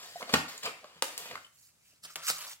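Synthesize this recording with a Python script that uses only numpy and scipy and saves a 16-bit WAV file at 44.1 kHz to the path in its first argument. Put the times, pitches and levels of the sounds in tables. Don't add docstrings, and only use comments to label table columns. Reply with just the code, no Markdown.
import sys
import numpy as np
from scipy import signal
from scipy.fft import rfft, irfft, next_fast_len
from scipy.io import wavfile
from scipy.ndimage import uniform_filter1d

SR = 44100
rng = np.random.default_rng(int(sys.argv[2]) if len(sys.argv) > 2 else 0)


def master_out(mix):
    frames = np.transpose(np.atleast_2d(mix))
    ceiling = np.clip(frames, -1, 1)
    pcm = np.round(ceiling * 32767).astype(np.int16)
    wavfile.write(sys.argv[1], SR, pcm)


def makeup_ratio(level_db):
    decades = np.asarray(level_db, float) / 20
    return 10 ** decades


N = 114660
MOVE_S = 1.52
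POP_RISE_S = 0.0024

# f/Hz, coherence [0-1]
LIKENESS = [(60, 1), (400, 0.69), (900, 0.7), (1600, 0), (12000, 0.05)]


def evened(x):
    return x / np.sqrt(np.mean(x ** 2) + 1e-20)


def read(points, hz):
    f, value = np.transpose(points)
    return np.interp(np.log(hz + 1), np.log(f + 1), value)


def bump(hz, centre_hz, width_hz):
    return 1 / (1 + (2 * (hz - centre_hz) / width_hz) ** 2)


def add(sides, s, sound):
    part = sides[int(s > MOVE_S)][round(s * SR):][:len(sound)]
    part += sound[:len(part)]


def ring(db, hz, t60, rise_s=POP_RISE_S):
    t = np.arange(12000) / SR
    decay = makeup_ratio(db - 60 * t / max(t60, .003))
    return decay * (1 - np.exp(-t / rise_s)) * np.sin(2 * np.pi * hz * t)


def colour(hz, bright, extra_db):
    # f/Hz, level/dB per Hz
    flexing = [(35, -63), (60, -23.5), (197, -2.5), (425, -5.5), (500, 1), (1160, -3), (1600, -6.5),
               (3000, -8.5), (15700, -25.5)]
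    # f/Hz, level/dB per Hz
    sliding = [(35, -53.5), (60, -27.5), (306, -25), (725, -11.5), (959, -15.5), (1240, -8.5), (2490, -4.5),
               (7810, -3.5), (15700, -7.5)]
    share = 1.632 * bright - .2
    db = read(flexing, hz)[:, None] * (1 - share) + read(sliding, hz)[:, None] * share + extra_db
    return makeup_ratio(db) / np.sqrt(np.mean(makeup_ratio(db) ** 2, axis=0))


def pair(shape, hz):
    a, b, c, d = rng.standard_normal((4,) + shape)
    same = np.clip(read(LIKENESS, hz), 0, 1)[:, None]
    first, other = a + 1j * b, c + 1j * d
    return np.array([first, same * first + np.sqrt(1 - same ** 2) * other])


def hiss():
    # f/Hz, level/dB per Hz
    air_spectrum = [(15, -40.5), (25, -16), (113, 3), (307, -8.5), (1350, -11), (2380, -14.5), (4670, -11),
                    (7580, -7.5), (15700, -19.5)]
    hz = np.fft.rfftfreq(2048, 1 / SR)
    z = pair((1025, N // 512 + 5), hz * 5) * makeup_ratio(read(air_spectrum, hz))[:, None]
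    air = signal.istft(z, SR, nperseg=2048, noverlap=1536)[1][:, :N]
    return makeup_ratio(-70.5) * evened(air)


def slip_drive():
    slips_per_s, slip_spread_db, smooth, clump_db = 3900, 1.5, 0.33, 1.1
    chance, size = rng.random(N), rng.exponential(1, N)
    sign, clump = np.sign(rng.standard_normal(N)), rng.standard_normal(N)
    slips = sign * makeup_ratio(slip_spread_db * np.minimum(size, 5)) * (chance < slips_per_s / SR)
    drive = (1 - smooth) * evened(slips) + smooth * rng.standard_normal(N)
    return evened(drive * makeup_ratio(clump_db * evened(uniform_filter1d(clump, size=250))))


def slides():
    # t/s, effort level/dB, brightness [0-1]
    left_strokes = [
        [(0,-52.5,0.35),(.136,-57.5,0.47),(.21,-50.5,0.4),(.248,-59.5,0.25),(.32,-48,0.25),(.336,-38,0.45)],
        [(.48,-47.5,0.38),(.62,-62,0.41),(.634,-45,0.44),(.648,-43.5,0.24),(.663,-37,0.37),(.678,-44.5,0),(.72,-62.5,0.1),(.8,-65.5,0.28),(1,-64.5,0.19)],
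        [(1.08,-53,0.27),(1.17,-57,0.48),(1.182,-53.5,0.21),(1.25,-52,0.48),(1.33,-53,0.14),(1.4,-64,0.44),(1.47,-71.5,1),(1.51,-78,1)],
    ]
    # t/s, effort level/dB, brightness [0-1]
    right_strokes = [
        [(1.525,-72.5,1),(1.6,-63,1),(1.675,-62.5,1),(1.72,-77.5,0.5),(1.8,-78,0.58),(1.88,-64.5,0.9),(1.99,-75.5,0.44)],
        [(2.01,-94,0.68),(2.038,-49,0.7),(2.056,-46.5,0.45),(2.07,-58.5,0.46),(2.11,-54.5,0.57),(2.15,-62,1)],
        [(2.16,-50,0.24),(2.22,-53,0.46),(2.255,-43,0.83),(2.285,-30,0.82),(2.312,-33.5,0.82),(2.324,-45.5,0.77),(2.45,-45.5,0.63),(2.53,-49.5,0.67),(2.57,-70,1)],
    ]
    # t/s, f/Hz, strength level/dB
    hollow = [(.6, 2780, -5), (.655, 2670, 5), (.74, 2000, 18), (.8, 2000, -1), (1.33, 1310, -3),
              (1.36, 1340, 12), (1.42, 1400, 6), (1.446, 3130, 6), (1.5, 3220, 4), (1.559, 3395, -2.5),
              (1.74, 3420, -8), (1.801, 2216, 13.5), (1.971, 2880, 2.5), (2.045, 2350, -3.5),
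              (2.1, 1215, 11), (2.25, 1260, 11), (2.4, 1145, 13), (2.55, 930, 7.5)]
    hollow_q, patch_db = 4.2, 1.75
    hz, t, z = signal.stft(slip_drive(), SR, nperseg=512)
    patches = uniform_filter1d(rng.standard_normal(z.shape), size=7, axis=0)
    patches = uniform_filter1d(patches, size=5, axis=1)
    fold_s, fold_hz, fold_db = np.transpose(hollow)
    fold_hz = np.interp(t, fold_s, fold_hz)
    hollow_db = np.interp(t, fold_s, fold_db) * bump(hz[:, None], fold_hz, fold_hz / hollow_q)
    rows = np.vstack(left_strokes + right_strokes)
    bright = np.interp(t, rows[:, 0], rows[:, 2])
    z = z * colour(hz, bright, hollow_db) * makeup_ratio(patch_db * evened(patches))
    now, gain = np.arange(N) / SR, np.zeros(N)
    for stroke in left_strokes + right_strokes:
        s, db, _ = np.transpose(stroke)
        gain += makeup_ratio(np.interp(now, s, db, left=-200, right=-200))
    sound = uniform_filter1d(gain, size=60) * signal.istft(z, SR, nperseg=512)[1][:N]
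    return np.array([sound * (now < MOVE_S), sound * (now >= MOVE_S)])


def knocks():
    # t/s, level/dB
    knock_events = [(0.047, -66), (0.146, -53), (0.336, -23.5), (0.642, -47), (0.957, -51.5), (1.02, -70),
                    (1.196, -53.5), (1.331, -50), (2.037, -54.5), (2.155, -51.5), (2.301, -47)]
    # f/Hz, level/dB, t60/s
    table_modes = [(91, -11.5, 0.29), (134, -7.5, 0.16), (164.7, -2.5, 0.22), (300, -9.5, 0.083)]
    sides = np.zeros((2, N))
    for s, db in knock_events:
        add(sides, s, -sum(ring(db + mode_db - 8.5, hz, t60) for hz, mode_db, t60 in table_modes))
    return sides


def pops():
    # t/s, level/dB, f/Hz, t60/s
    pop_events = [
        (0.157, -28.5, 711, 0.037),
        (0.201, -39.5, 550, 0.036),
        (0.217, -33, 640, 0.027),
        (0.223, -35.5, 560, 0.025),
        (0.279, -35, 683, 0.03),
        (0.831, -46, 694, 0.03),
        (0.84, -39.5, 601, 0.05),
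        (1.0222, -22, 890, 0.024),
    ]
    sides = np.zeros((2, N))
    for s, *mode in pop_events:
        add(sides, s, ring(*mode))
    return sides


def flicks():
    # t/s, level/dB, f/Hz, t60/s
    flick_events = [(.209, -34, 970, 0.014), (.2195, -28, 1180, 0.0092), (.226, -37.5, 2130, .02),
                    (.296, -34, 1150, 0.016), (.299, -38, 2040, 0.011), (.3385, -23.5, 6950, 0.011),
                    (.358, -19, 1370, .012), (.579, -39, 7150, .02), (.631, -41, 1090, 0.016),
                    (.633, -41, 3020, 0.014), (.636, -36.5, 7260, 0.014), (.653, -35, 2950, .015),
                    (.656, -40, 6960, .015), (.663, -32.5, 1208, 0.023), (.672, -32, 1200, 0.027),
                    (.674, -34, 3070, .015), (.694, -35.5, 1320, 0.017), (.845, -38.5, 1100, 0.01),
                    (1.023, -15.5, 9940, .01), (1.0258, -21, 1190, 0.0082), (1.256, -40, 1060, 0.018),
                    (1.3115, -44, 960, 0.023), (1.312, -37.5, 2020, 0.012), (1.3545, -29, 1185, 0.014),
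                    (1.3565, -29.5, 2110, 0.0093), (1.376, -36, 1440, 0.021), (1.446, -48, 3020, 0.032),
                    (1.466, -54.5, 3125, 0.025), (1.93, -61, 644, 0.012), (1.936, -64.5, 300, 0.023),
                    (2.281, -27.5, 1550, 0.011), (2.281, -24.5, 7840, 0.018), (2.294, -23, 7770, 0.01),
                    (2.298, -31.5, 1170, 0.016), (2.299, -20.5, 7890, .012), (2.308, -27.5, 1170, 0.01),
                    (2.309, -30, 3880, 0.01), (2.522, -51, 6640, 0.016)]
    sides = np.zeros((2, N))
    for s, *mode in flick_events:
        add(sides, s, ring(*mode, rise_s=0.00035))
    return sides


def snap(db, ring_hz, bright, t60):
    spikes_db, crack_db, ring_db, ring_q = 6.5, 11, 4, 2.5
    t, hz = np.arange(4096) / SR, np.fft.rfftfreq(4096, 1 / SR)
    noise, unevenness = rng.standard_normal((2, 4096))
    shape = colour(hz, bright, ring_db * bump(hz, ring_hz, ring_hz / ring_q)[:, None])[:, 0]
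    fold = irfft(np.log(shape + 1e-5)) * np.r_[1, 2 * np.ones(2047), 1, np.zeros(2047)]
    spikes = makeup_ratio(spikes_db * evened(uniform_filter1d(unevenness, size=30)))
    drive = noise * spikes * makeup_ratio(-60 * t / max(t60, .003)) * np.minimum(t / 0.00055, 1)
    drive = drive + makeup_ratio(crack_db) * (t == 0)
    z = rfft(drive)
    even = np.sqrt(np.sum(drive ** 2) / uniform_filter1d(abs(z) ** 2, size=35)) / makeup_ratio(spikes_db / 2)
    low_loss = hz / (hz + 120j)
    return makeup_ratio(db - 8) * irfft(z * even * np.exp(rfft(fold)) * low_loss)[:3000]


def snaps():
    # t/s, level/dB, ring f/Hz, brightness [0-1], burst t60/s
    snap_events = [(0.226,-20,2240,0.06,0.01),(0.292,-27.5,3360,0.2,0.028),(0.3364,-10.5,4060,0.22,0.027),(.339,-5,1420,0.17,0.0091),
                   (0.356,-27,1420,0.6,0.0057),(0.576,-34,7200,1,0.026),(0.661,-33,1220,0.1,0.011),(0.673,-41,1310,0.5,0.012),
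                   (.842,-34.5,1250,0.08,0.0096), (1.0213,-19.5,10100,0.43,0.014),
                   (1.1767,-22.5,12000,0.86,0.013),
                   (1.257,-31.5,1025,0.15,0.014),(1.31,-31,2005,0.19,0.018),(1.354,-26.5,1770,0.25,0.012),(1.447,-45,3166,1,0.02),
                   (2.156,-31.5,3070,0.55,0.051),(2.279,-25,1490,0.72,0.023),(2.292,-24.5,7460,0.9,0.032),(2.298,-24,1250,0.4,0.046),(2.308,-31.5,1190,0.39,0.043)]
    sides = np.zeros((2, N))
    for s, *crease in snap_events:
        add(sides, s + .0015, snap(*crease))
    return sides


def thuds():
    # t/s, level/dB, f/Hz, t60/s
    thud_events = [
        (.336, -10.5, 241.6, 0.019),
        (1.023, -30.5, 300, 0.016),
        (1.024, -28, 541, 0.031),
    ]
    sides = np.zeros((2, N))
    for s, *mode in thud_events:
        add(sides, s, -ring(*mode))
    return sides


def ports(x, lag_s, lean):
    lag_wander, scatter_db = .3, -8
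    hz, t, z = signal.stft(x, SR, nperseg=256)
    drift = evened(uniform_filter1d(rng.standard_normal(len(t)), size=12))
    phase = np.pi * np.outer(hz, lag_s * (1 + lag_wander * drift))
    half = makeup_ratio(read(lean, hz) / 2)[:, None] * np.exp(-1j * phase)
    direct = signal.istft(np.array([z * half, z / half]), SR, nperseg=256)[1][:, :N]
    size = next_fast_len(N + 4096)
    scatter = rng.standard_normal((2, 400)) * makeup_ratio(-60 * np.arange(400) / SR / 0.0013)
    unlike = 1 - read(LIKENESS, np.fft.rfftfreq(size, 1 / SR))
    scatter = rfft(scatter / np.linalg.norm(scatter[0]), size) * makeup_ratio(scatter_db) * unlike
    return direct + irfft(rfft(x, size) * scatter, size)[:, :N]


def room(x):
    # f/Hz, t60/s
    decay_times = [(100, 0.098), (260, 0.3), (700, 0.33), (1840, 0.44), (4850, 0.34), (12800, 0.33)]
    gap_s, early_db = 0.0017, -17
    hz, t = np.fft.rfftfreq(512, 1 / SR), np.arange(200) * 128 / SR
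    z = pair((257, 200), hz) * makeup_ratio(-60 * t / read(decay_times, hz)[:, None])
    tail = signal.istft(z, SR, nperseg=512, noverlap=384)[1]
    z = signal.stft(tail, SR, nperseg=1024)[2]
    power = np.sum(abs(z) ** 2, axis=2, keepdims=True)
    z = z * np.sqrt(uniform_filter1d(power, size=9, axis=1) / power)
    tail = signal.istft(z, SR, nperseg=1024)[1]
    tail = tail * np.clip(np.arange(tail.shape[1]) / SR / gap_s, 0, 1) ** 2
    tail = tail / np.linalg.norm(tail[0])
    at = (rng.uniform(0.0022, .03, 8) * SR).astype(int) + rng.integers(0, 6, (2, 8))
    for side in range(2):
        tail[side, at[side]] += makeup_ratio(early_db - 300 * at[side] / SR) * (-1) ** np.arange(8)
    return signal.fftconvolve(x[None], tail, axes=1)[:, :N]


def port_tint(x):
    # f/Hz, width/Hz, left level/dB, right level/dB
    port_modes = [
        (7340, 1830, 1, 6),
        (2730, 5900, 3.5, 2.5),
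        (4650, 970, 2.5, 1),
    ]
    hz = np.fft.rfftfreq(N, 1 / SR)
    tint_db = sum(np.outer(side_db, bump(hz, f, w)) for f, w, *side_db in port_modes)
    low_cut = signal.butter(4, 75, "high", fs=SR, output="sos")
    return signal.sosfilt(low_cut, irfft(rfft(x) * makeup_ratio(tint_db), N))


def scene():
    # f/Hz, left minus right level/dB
    lean_left = [(60, 0.41), (180, 1.5), (550, 0.41), (1650, 1.1), (4970, 2.8), (15000, 2.1)]
    # f/Hz, left minus right level/dB
    lean_right = [(60, -8), (180, -0.067), (550, 0.7), (1650, 2.5), (4970, -0.5), (15000, -2.5)]
    lag_left_s, lag_right_s = -.0001, .000125
    wet_left_db, wet_pops_db, wet_right_db = -2, -9.5, -10.5
    packet = slides() + knocks() + snaps() + thuds()
    popping = pops() + flicks()
    left = ports(packet[0] + popping[0], lag_left_s, lean_left)
    left = left + room(makeup_ratio(wet_left_db) * packet[0] + makeup_ratio(wet_pops_db) * popping[0])
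    near = packet[1] + popping[1]
    right = ports(near, lag_right_s, lean_right) + makeup_ratio(wet_right_db) * room(near)
    return port_tint(left + right) + hiss()


def top_cut(x):
    return signal.sosfilt(signal.butter(12, 16840, fs=SR, output="sos"), x)


def record(dry):
    edge = signal.firwin(801, 15900, window=("kaiser", 5), fs=SR)
    mix = signal.oaconvolve(dry, edge[None], "same")
    return top_cut(mix)


dry = scene()
out = record(dry)
master_out(out)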